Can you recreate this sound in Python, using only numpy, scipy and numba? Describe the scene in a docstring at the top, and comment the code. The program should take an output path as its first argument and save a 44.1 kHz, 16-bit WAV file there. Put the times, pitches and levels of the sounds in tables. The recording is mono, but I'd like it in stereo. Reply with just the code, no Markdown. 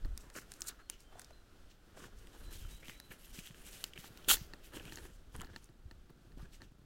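"""A puff of wind rumbles on the two microphone ports of a camera, hand-held on a village dirt road.
Up close it clicks and knocks in the hand; soles crunch on grit, a jacket swishes, fabric rasps twice.
Far off a small bird whistles, echoed by trees, over a hush of leaves and village air.
Rubbed and crushed things are trains of random slips, filtered or made to ring; struck things are
decaying rings; wind and hush are filtered noise; whistles are wavering, gliding sines."""
import sys
import numpy as np
from scipy import signal
from scipy.fft import rfft, irfft, next_fast_len
from scipy.io import wavfile
from scipy.ndimage import uniform_filter1d, map_coordinates
from numba import njit

SR = 44100
rng = np.random.default_rng(int(sys.argv[2]) if len(sys.argv) > 2 else 0)


def pcm_store(signal):
    """Save signal as 16-bit PCM."""
    levels = np.round(np.clip(np.atleast_2d(signal), -1, 1) * 32767)
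    wavfile.write(sys.argv[1], SR, levels.astype(np.int16).T)


N = 302085
T = np.arange(N) / SR  # time in seconds

# distant hush of trees and village: time_s, level_db
HUSH_LEVEL = [(0, -60.5), (1.5, -61), (3, -61), (4.5, -59.5), (5.8, -65.5), (6.85, -65.5)]
# spectrum of the hush: frequency_hz, level_db
HUSH_SPECTRUM = [(30, 16), (120, 2), (350, 1), (700, -6), (1000, -11), (1400, -5), (2200, -15),
                 (3100, -12.5), (5000, -17), (9000, -22.5), (16000, -27)]

# puffs of air on the ports: start_s, hold_s, level_db (mid-hold)
GUSTS = [(0, 0.13, -38), (1.6, 0.085, -54.5), (2.15, 0.072, -49), (2.44, 0.072, -44), (2.58, 0.17, -48.5),
         (2.8, 0.073, -54), (3.3, 0.078, -54), (4.31, 0.12, -47), (4.72, 0.59, -54.5), (5.36, 0.1, -47),
         (5.85, 0.18, -53), (6.36, 0.11, -48.5), (6.55, 0.069, -54.5)]
# spectrum of the wind rumble: frequency_hz, level_db
WIND_SPECTRUM = [(10, -3.5), (30, 4.5), (60, -4), (110, -16), (250, -41.5), (1000, -70)]
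GUST_ATTACK_S, GUST_RELEASE_S, GUST_ARCH_DB, BREEZE_DB = 0.045, 0.073, 4.5, -64
# murmur of the grip on the case, growing as the walk goes on: time_s, level_db
GRIP_LEVEL = [(0, -87), (2, -80.5), (4.5, -73.5), (6.85, -64.5)]
# spectrum of the hand on the case: frequency_hz, level_db
GRIP_SPECTRUM = [(40, -9.5), (130, 4), (250, -2), (350, -4), (550, -19.5), (1000, -22), (3000, -38)]
JOLT_DB = -5.5  # how hard a footfall jolts the grip, relative to its crunch

# knocks on the camera case: start_s, peak_db, thud_db (relative to the peak)
KNOCKS = [(.048, -40.5, -1), (4.369, -32.5, -32), (4.535, -33, -15), (4.735, -43, -4), (4.922, -34.5, -13),
          (4.972, -34, -30), (4.985, -38.5, -27), (5.446, -40.5, -6), (5.47, -47, -12),
          (5.561, -30.5, -16.5), (5.689, -53.5, 4), (5.911, -40, -10), (6.095, -54, 6.5),
          (6.319, -52, -0.5), (6.431, -52.5, -1), (6.618, -37.5, -12.5)]
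# rings of the struck case: pitch_hz, level_db (relative), t60_s
CASE_RINGS = [(346, -3.5, 0.064), (919, -8, 0.057), (1370, -11.5, 0.04), (1816, 7.5, 0.015),
              (2740, -0.5, 0.011), (4260, 9.5, 0.0057), (7240, -11, 0.0031)]
# soft bumps of the grip and heel: start_s, peak_db, pitch_hz
BUMPS = [(2.55, -46.5, 75), (2.618, -47, 79.6), (2.647, -41, 75.6), (2.886, -46, 206), (3.104, -48.5, 165),
         (3.386, -41.5, 176), (3.505, -46, 145), (3.986, -46, 147), (4.104, -48, 135), (4.28, -36, 330),
         (4.412, -40.5, 129), (4.767, -41, 308), (4.856, -45, 137), (5.343, -46.5, 111), (5.39, -42.5, 167),
         (5.51, -47.5, 91), (5.854, -44.5, 80.5), (6.372, -45.5, 249.3), (6.427, -42.5, 140)]
BUMP_CYCLES = 0.42  # a bump's envelope peaks after this part of its period, then dies away

# sharp clicks of fingers and strap: start_s, peak_db, ring_hz, ring_db (relative to the peak)
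CLICKS = [(0.176, -28, 8300, -12), (0.3003, -40.5, 1800, -4.5), (0.5183, -32, 1710, -10),
          (0.538, -37, 5000, -12), (0.607, -43, 8000, 10), (0.6187, -23, 1220, -41),
          (0.8986, -21, 3800, -18), (1.005, -46.5, 7500, -9), (1.1948, -35, 1400, -8),
          (1.217, -41, 1390, -10), (1.2452, -41.5, 4000, -1.5), (2.271, -47.5, 2900, 4),
          (3.0001, -34.5, 1710, -11), (3.8402, -22.5, 2920, 0), (4.853, -42, 2840, 1.5),
          (4.9572, -38, 6500, 4.5), (4.969, -46, 6800, 2), (5.363, -36.5, 7300, -4),
          (5.408, -38, 3000, -2.5), (5.416, -37.5, 7050, 7.5), (5.6428, -49, 6000, 2),
          (5.657, -54, 6040, -3)]
# spectrum of the tick: frequency_hz, level_db
CLICK_SPECTRUM = [(300, -30), (2000, -8.5), (4000, 5), (7000, 2), (10000, 2.5), (16000, -13)]
CLICK_CASE_DB = -18.5  # the case answers each click, relative to its peak

# soles landing, rolling and scuffing: start_s, hold_s, level_db (mid-hold), hollow_hz, hollow_db (relative)
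STEPS = [(0.18, 0.17, -64, 980, -5), (0.349, 0.032, -52, 1310, -1.5), (0.372, 0.026, -53, 1390, -1),
         (0.556, 0.27, -69, 1354, 4.5), (0.89, 0.069, -67.5, 3030, 10), (1.082, 0.16, -72.5, 740, 6),
         (1.947, 0.14, -60, 630, 3.5), (1.985, 0.093, -54.5, 1171, -7.5), (2.204, 0.69, -66, 890, -11),
         (2.45, 0.26, -70, 1020, -11), (2.819, 0.025, -54.5, 596, -34), (2.873, 0.032, -57, 2040, 7.5),
         (3.108, 0.022, -53.5, 1700, 0.5), (3.27, 0.16, -63, 815, -13), (3.538, 0.32, -68.5, 1513, -11),
         (3.656, 0.16, -70, 700, -19), (3.958, 0.031, -63, 2260, 4.5), (4.035, 0.014, -58, 835, 1),
         (4.155, 0.11, -69.5, 1200, -8.5), (4.724, 0.088, -53.5, 885, -15), (4.793, 0.14, -57.5, 2526, -3),
         (4.92, 0.19, -60.5, 860, -17), (5.342, 0.056, -61, 890, -4), (5.39, 0.053, -50, 930, -7),
         (5.457, 0.096, -60.5, 1720, -18.5), (6.385, 0.096, -63.5, 1196, -11),
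         (6.602, 0.038, -63.5, 990, -17)]
# stones snapping under a sole: start_s, peak_db, pitch_hz
STONES = [(.3515, -49, 1700), (0.356, -46.5, 550), (0.385, -36, 1540), (1.152, -49, 720), (1.303, -49, 590),
          (2.649, -48.5, 1400), (2.882, -38, 2280), (2.895, -34, 1900), (3.1068, -47, 2780),
          (3.1358, -46, 2300), (3.3893, -36, 2570), (3.472, -35.5, 3160), (3.508, -44.5, 1890),
          (3.544, -45.5, 1640), (3.934, -41, 3040), (3.976, -31.5, 2700), (4.1738, -39.5, 4300),
          (4.2452, -42, 3030), (4.771, -39, 2900), (4.797, -40.5, 2880), (4.896, -43, 2560),
          (5.399, -38.5, 2900), (5.408, -44, 1300), (5.415, -39, 1310), (5.43, -47, 696)]
# soles dragged over the dirt, the scrape gliding: start_s, length_s, start_hz, end_hz, peak_db
SCUFFS = [(2.819, 0.05, 1910, 2850, -48.5), (2.904, 0.071, 2600, 2000, -54), (6.368, 0.069, 470, 1406, -58)]
# spectrum of crushed grit: frequency_hz, level_db
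DIRT_SPECTRUM = [(100, -12.5), (350, 12.5), (600, 2.5), (1000, -6), (1700, 7), (2200, -11), (3000, -11.5),
                 (5000, -18), (9000, -20), (16000, -21.5)]
STEP_ATTACK_S, STEP_RELEASE_S, STEP_ARCH_DB = 0.0037, 0.0053, 7.5
SETTLE_S, SETTLE_DB = 0.047, -6  # loose grit trickles on after the sole lets go
SPURT_DB, PEBBLES_DB = 4.5, -13.5
# width of a stone's ring as a share of its pitch; length of the contact in periods
STONE_WIDTH, CONTACT_CYCLES = 0.19, 1.41

# jacket swishing as arms swing and body turns: start_s, hold_s, level_db (mid-hold, before the cloth's trim)
SWISHES = [(.19, 0.066, -67.5), (.352, 0.045, -53), (.5, 0.07, -61.5), (.905, 0.032, -67),
           (1.0, 0.023, -65.5), (1.19, 0.045, -67), (1.7, 0.045, -66), (1.97, 0.098, -61.5),
           (2.17, 0.81, -66.5), (2.515, 0.051, -50.5), (2.58, 0.058, -54), (2.69, 0.078, -57),
           (2.85, 0.086, -55.5), (2.96, 0.14, -75), (3.108, 0.045, -56.5), (3.19, 0.125, -58),
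           (3.34, 0.065, -50.5), (3.41, 0.082, -56), (3.555, 0.325, -59.5), (3.65, 0.225, -54.5),
           (3.98, .045, -54.5), (4.02, 0.06, -53), (4.11, 0.19, -68), (4.36, 0.093, -58.5),
           (4.635, 0.05, -58.5), (4.752, 0.019, -46), (4.82, 0.25, -59.5), (5.04, 0.15, -69),
           (5.33, 0.13, -63.5), (5.5, 0.15, -70), (6.38, 0.069, -69.5), (6.526, 0.034, -60),
           (6.62, 0.037, -66)]
# spectrum of sliding cloth: frequency_hz, level_db
JACKET_SPECTRUM = [(200, -5.5), (1000, -14), (2000, -3), (3100, 1), (4500, 5), (7000, 2.5), (11000, -4),
                   (16000, -4.5)]
SWISH_ATTACK_S, SWISH_RELEASE_S, SWISH_ARCH_DB = 0.012, 0.02, 4
RUSTLE_DB = -88  # cloth between swishes, before the same trim
CRINKLE_DB, SNAG_DB, CLOTH_TRIM_DB = -3, 2.2, -3.5

# fabric dragged over the camera, one list for each drag: time_s, hiss_db, case_db (above the hiss)
RASPS = [
    [(.6, -64, -11.5), (.652, -59.5, -1), (.667, -53, 1), (.671, -42.5, -12), (.681, -49, -29),
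     (.686, -34, -39), (.694, -46.5, 4.5), (.703, -60, 9.5)],
    [(4.283, -49, -2), (4.2855, -24.5, -3.5), (4.296, -18.5, -5.5), (4.312, -18.5, -2), (4.322, -19, -8.5),
     (4.335, -22, -10.5), (4.343, -25.5, -5), (4.349, -30.5, -4.5)],
]
# spectrum of the rasp's hiss: frequency_hz, level_db
RASP_SPECTRUM = [(200, -35), (1500, -13.5), (3000, -4), (4300, 11.5), (5200, 1), (7000, 10), (9000, 5.5),
                 (12000, 0), (16000, -3)]
# spectrum of the rubbed case: frequency_hz, level_db
RASP_CASE_SPECTRUM = [(100, -26.5), (310, -8), (700, -12.5), (950, -15.5), (1200, -8.5), (1450, 0),
                      (2100, -13), (2700, -4), (3250, 2), (3900, 7), (4550, 4.5), (5200, -5.5),
                      (16000, -41)]
PORT_RUB_DB = -9  # level of the rub on each port alone, relative to the whole rasp

# bird whistles: start_s, length_s, start_hz, end_hz, peak_db (flutter included, before the gains below)
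WHISTLES = [(0.785, 0.085, 4080, 4330, -67), (1.03, 0.085, 3200, 3080, -63), (1.122, 0.13, 3380, 3780, -64),
            (1.285, 0.11, 4200, 4020, -64), (2.43, 0.104, 4030, 3980, -61), (2.621, 0.065, 3260, 3050, -58),
            (2.681, 0.11, 3560, 4080, -59.5), (2.9, 0.18, 3930, 4020, -59.5)]
WAVER_HZ, FLUTTER_DB = 55, 3  # rms
BIRD_DIRECT_DB, BIRD_ECHO_DB = -6, -2

# where the near sounds come from: time_s, lead of the right port in samples (before scaling by pitch range)
BEARING = [(0, -6), (1.3, -6.5), (1.9, 6.5), (2.6, 5), (3.6, 5.5), (4.3, 4), (5.35, 6.5), (5.6, 0),
           (6.85, -2)]
TOP_HZ = 15900


def undb(db):
    """Decibels to gain."""
    return 10 ** (np.asarray(db) / 20)


def unit(x):
    """Scale to rms 1."""
    return x / np.sqrt(np.mean(x ** 2))


def colour(x, points):
    """Filter by a spectrum of (Hz, dB) points, causally, so that attacks stay sharp."""
    hz, db = np.transpose(points)
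    n = next_fast_len(x.shape[-1], True)
    f = np.maximum(np.fft.rfftfreq(n, 1 / SR), 1)
    log_gain = np.log(undb(np.interp(np.log(f), np.log(hz), db)))
    # folding the cepstrum onto positive times gives minimum phase
    cepstrum = irfft(log_gain, n)
    cepstrum[1:n // 2] *= 2
    cepstrum[n // 2 + 1:] = 0
    response = np.exp(rfft(cepstrum))
    return irfft(rfft(x, n) * response, n)[..., :x.shape[-1]]


@njit
def resonate(x, hz, width):
    """Band-pass with a moving centre, gain 1 at its peak."""
    y, band_state, low_state = np.empty(len(x)), 0., 0.
    for i in range(len(x)):
        g, damping = np.tan(np.pi * hz[i] / SR), width / hz[i]
        v = (band_state + g * (x[i] - low_state)) / (1 + g * (g + damping))
        band_state, low_state = 2 * v - band_state, low_state + 2 * g * v
        y[i] = damping * v
    return y


def band(x, low_hz, high_hz):
    """Keep one band."""
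    sos = signal.butter(2, [low_hz, high_hz], "band", fs=SR, output="sos")
    return signal.sosfilt(sos, x + 1e-18)


def below(x, hz):
    """The part of a sound under a frequency, without delay."""
    return signal.sosfiltfilt(signal.butter(2, hz, fs=SR, output="sos"), x + 1e-18)


def curve(rows):
    """The columns of a table, joined by straight lines in time."""
    s, *columns = np.transpose(rows)
    return [np.interp(T, s, c) for c in columns]


def walk(rate):
    """Random levels held 1 / rate s and slewed twice; spread near 1."""
    k = int(SR / rate)
    levels = np.repeat(rng.standard_normal(N // k + 1), k)
    return unit(uniform_filter1d(uniform_filter1d(levels, k), k))[:N]


def swells(rows, attack_s, release_s, arch_db):
    """One gain curve for each movement: it builds up, holds with a gentle arch and dies away."""
    gains = []
    for s, hold, db, *_ in rows:
        outside = np.maximum(s - T, 0) / attack_s + np.maximum(T - s - hold, 0) / release_s
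        arch = np.minimum((2 * (T - s) / hold - 1) ** 2, 1)
        gains.append(undb(db - arch_db * arch) * np.exp(-np.minimum(outside, 20)))
    return np.array(gains)


def stroke(rows, fade_s):
    """Gain of one movement, dying away beyond its ends."""
    outside = np.maximum(rows[0][0] - T, 0) + np.maximum(T - rows[-1][0], 0)
    return undb(curve(rows)[0]) * np.exp(-np.minimum(outside / fade_s, 20))


def add(track, s, sound, db):
    """Mix in one sound with the given peak level."""
    i = max(int(s * SR), 0)
    track[i:i + len(sound)] += (undb(db) * sound / np.abs(sound).max())[:N - i]


def grains(rate, spread_db):
    """Tiny slips at random moments, most weak and a few strong."""
    size = undb(spread_db * np.minimum(rng.exponential(size=N), 3))
    return unit((rng.random(N) < rate / SR) * size * rng.choice([-1, 1], N))


def snap(length_s):
    """A contact that swells and lets go in a quick flurry of slips."""
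    t = T[:SR // 5]
    return rng.standard_normal(len(t)) * np.exp(-(t / length_s - 2) ** 2)


def pebble(hz):
    """One small hard thing snapping; the bigger it is, the lower and longer."""
    contact = snap(CONTACT_CYCLES / hz)
    return resonate(contact, np.full(len(contact), float(hz)), STONE_WIDTH * hz)


def crackle(low_hz, high_hz, rate):
    """Separate little snaps, each at one of several pitches."""
    pitches = np.geomspace(low_hz, high_hz, num=5)
    out = 0
    for hz in pitches:
        slips = grains(rate / len(pitches), spread_db=3.0)
        out = out + resonate(slips, np.full(N, hz), STONE_WIDTH * hz) / np.sqrt(hz)
    return unit(out)


def case_ring():
    """The struck camera case: a sum of sines, each dying at its own rate."""
    t = T[:SR // 5]
    return sum(undb(db) * np.sin(2 * np.pi * hz * t) * np.exp(-np.log(1000) * t / t60)
               for hz, db, t60 in CASE_RINGS)


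def hush():
    """Far leaves and village air: alike at both ports in the bass, diffuse above."""
    mid, side = colour(rng.standard_normal((2, N)), HUSH_SPECTRUM)
    side = signal.sosfilt(signal.butter(1, 900, "high", fs=SR, output="sos"), side)
    air = (mid + np.array([side, -side])) / np.std(mid)
    return air * undb(curve(HUSH_LEVEL)[0] + 1.4 * walk(8.7))


def buffet(weight):
    """Wind presses on both ports alike; the grip, jolted by each step, murmurs through the case."""
    gusts = swells(GUSTS, GUST_ATTACK_S, GUST_RELEASE_S, GUST_ARCH_DB).max(axis=0)
    pressure = np.hypot(gusts, undb(BREEZE_DB))
    wind = unit(colour(rng.standard_normal(N), WIND_SPECTRUM)) * pressure
    murmur = unit(colour(grains(rate=140, spread_db=3.0), GRIP_SPECTRUM))
    grip_level = undb(curve(GRIP_LEVEL)[0]) + undb(JOLT_DB) * weight.max(axis=0)
    return wind + murmur * grip_level


def knocks():
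    """The case rings briefly and thuds in the hand; soft bumps are low, quickly dying sines."""
    out, t = np.zeros(N), T[:SR // 5]
    ring = case_ring()
    for s, db, thud_db in KNOCKS:
        add(out, s + 0.00092, ring + 0.086 * snap(length_s=0.0012), db)
        add(out, s, colour(snap(length_s=0.0042), GRIP_SPECTRUM), db + thud_db)
    for s, db, hz in BUMPS:
        add(out, s, np.sin(2 * np.pi * hz * t) * t * np.exp(-t * hz / BUMP_CYCLES), db)
    return out


def clicks():
    """Hard little contacts near the ports: a bright tick, a short ring of its own, and the case."""
    out, case = np.zeros(N), case_ring()
    for s, db, ring_hz, ring_db in CLICKS:
        add(out, s, colour(snap(length_s=0.00035), CLICK_SPECTRUM), db)
        add(out, s, pebble(ring_hz), db + ring_db)
        add(out, s, case, db + CLICK_CASE_DB)
    return out


def footsteps(weight):
    """Weight crushes fine grit and a few pebbles in uneven spurts, ringing the hollow under the sole."""
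    # the heaviest contact of the moment sets the hollow
    hollow_hz, hollow_db = np.transpose(STEPS)[3:].take(weight.argmax(axis=0), axis=1)
    crush = grains(rate=1700, spread_db=3.0) * undb(SPURT_DB * walk(90))
    hollow = undb(hollow_db) * unit(resonate(crush, hollow_hz, 270.0))
    grit = unit(colour(crush, DIRT_SPECTRUM)) + hollow
    pebbles = undb(PEBBLES_DB) * crackle(low_hz=596, high_hz=3200, rate=260)
    out = (grit + pebbles) * weight.max(axis=0)
    for s, db, hz in STONES:
        add(out, s, pebble(hz), db)
    for s, length, start_hz, end_hz, db in SCUFFS:
        u = np.linspace(0, 1, int(length * SR))
        hz = start_hz + (end_hz - start_hz) * u
        drag = rng.standard_normal(len(u)) * np.sqrt(u * (1 - u))
        add(out, s, resonate(resonate(drag, hz, 480.0), hz, 480.0), db)
    return out


def jacket():
    """Fine threads slide in fits and starts; folds crinkle and ring, and the hiss wanders in brightness."""
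    slips = grains(rate=4000, spread_db=1.0)
    fold_hz = 3050 * undb(walk(18))
    folds = unit(resonate(slips, fold_hz, 900.0)) * undb(-9.5 + 2 * walk(16))
    sheen_hz = np.minimum(7500 * undb(2.5 * walk(14)), 15000)
    sheen = unit(resonate(grains(rate=2000, spread_db=3.5), sheen_hz, 3000.0)) * undb(-4)
    crinkles = undb(CRINKLE_DB) * crackle(low_hz=2800, high_hz=11800, rate=430)
    cloth = unit(colour(slips, JACKET_SPECTRUM)) + folds + sheen + crinkles
    swishes = swells(SWISHES, SWISH_ATTACK_S, SWISH_RELEASE_S, SWISH_ARCH_DB).max(axis=0)
    sliding = swishes + undb(RUSTLE_DB)
    return cloth * sliding * undb(CLOTH_TRIM_DB + SNAG_DB * walk(70))


def rasps():
    """Fabric sticks and slips on the camera; its case hums along by a varying amount."""
    slips = grains(rate=4500, spread_db=2.0) * undb(1.5 * walk(400))
    hiss = unit(colour(slips, RASP_SPECTRUM))
    case = unit(colour(slips, RASP_CASE_SPECTRUM))
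    return sum(stroke(rows, fade_s=0.01) * (hiss + undb(curve(rows)[1]) * case) for rows in RASPS)


def bird():
    """Thin whistles that waver and flutter, with their decaying echo in the trees."""
    out, waver, flutter = np.zeros(N), WAVER_HZ * walk(130), undb(FLUTTER_DB * walk(80))
    for s, length, start_hz, end_hz, db in WHISTLES:
        u = np.linspace(0, 1, int(length * SR))
        now = int(s * SR) + np.arange(len(u))
        hz = start_hz + (end_hz - start_hz) * u + waver[now]
        tone = np.sin(2 * np.pi * np.cumsum(hz) / SR)
        add(out, s, np.sqrt(u * (1 - u)) * flutter[now] * tone, db)
    trees = rng.standard_normal((2, SR // 2)) * np.exp(-T[:SR // 2] / 0.074)
    echo = signal.fftconvolve(out[None], trees / np.linalg.norm(trees), axes=1)[:, :N]
    return undb(BIRD_DIRECT_DB) * out + undb(BIRD_ECHO_DB) * echo


def ports(x):
    """The far port hears later and its treble is shaded; the right one's cavity rings."""
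    lead, = curve(BEARING)
    # long waves take longer to bend round the case than short ones
    long_waves = below(x, hz=7750)
    right_long = map_coordinates(long_waves, [np.arange(N) + 0.92 * lead])
    right_short = map_coordinates(x - long_waves, [np.arange(N) + 0.72 * lead])
    right = right_long + right_short
    right = right + undb(-3.0) * resonate(right, np.full(N, 3050.), 580.0)
    both = np.array([x, right])
    low = below(both, hz=1870)
    return low + (both - low) * undb(0.75 * np.array([-lead, lead]))


def linger(power, t60):
    """Energy dying away after each sound."""
    keep = np.exp(-2 * np.log(1000) / (t60 * SR))
    return signal.lfilter([1 - keep], [1, -keep], power + 1e-20)


def scatter(x, body_t60, fence_t60, fence_db, top_hz):
    """Countless reflections off the walker's body, fences and bushes: noise, different at each port."""
    body_db = -6
    edges = np.geomspace(300, 17000, 6)
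    noise, out = rng.standard_normal((2, N)), 0
    for low, high in zip(edges, edges[1:]):
        power = np.mean(band(x, low, high) ** 2, axis=0)
        body = linger(power, body_t60) * undb(body_db) ** 2
        # the far reflections lose treble
        far = linger(power, fence_t60) * undb(fence_db) ** 2 / (1 + low * high / top_hz ** 2)
        out = out + np.sqrt(body + far) * unit(band(noise, low, high))
    return out


def scene():
    """Near sounds reach the ports by air, knocks through the case; wind and village lie around them."""
    pressing = swells(STEPS, STEP_ATTACK_S, STEP_RELEASE_S, STEP_ARCH_DB)
    settling = undb(SETTLE_DB) * swells(STEPS, STEP_ATTACK_S, SETTLE_S, STEP_ARCH_DB)
    weight = np.maximum(pressing, settling)
    fabric = rasps()
    near = ports(footsteps(weight) + jacket() + fabric + clicks())
    # the rubbed case rocks, pushing one port in and the other out
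    rocking = band(fabric, low_hz=500, high_hz=720) * undb(3) * np.array([[1], [-1]])
    # each port is also rubbed on its own
    port_rub = undb(PORT_RUB_DB) * np.array([rasps(), rasps()])
    handling = knocks() * undb([[-.8], [.8]])  # a little stronger at the right port
    direct = near + handling + rocking + port_rub
    reflections = scatter(direct, body_t60=.02, fence_t60=.3, fence_db=-14.5, top_hz=5500)
    return direct + reflections + buffet(weight) + bird() + hush()


def record(dry):
    """The camera cuts the top of the treble with a steep low-pass."""
    return signal.sosfilt(signal.ellip(10, .2, 80, TOP_HZ, fs=SR, output="sos"), dry)


dry = scene()
out = record(dry)
pcm_store(out)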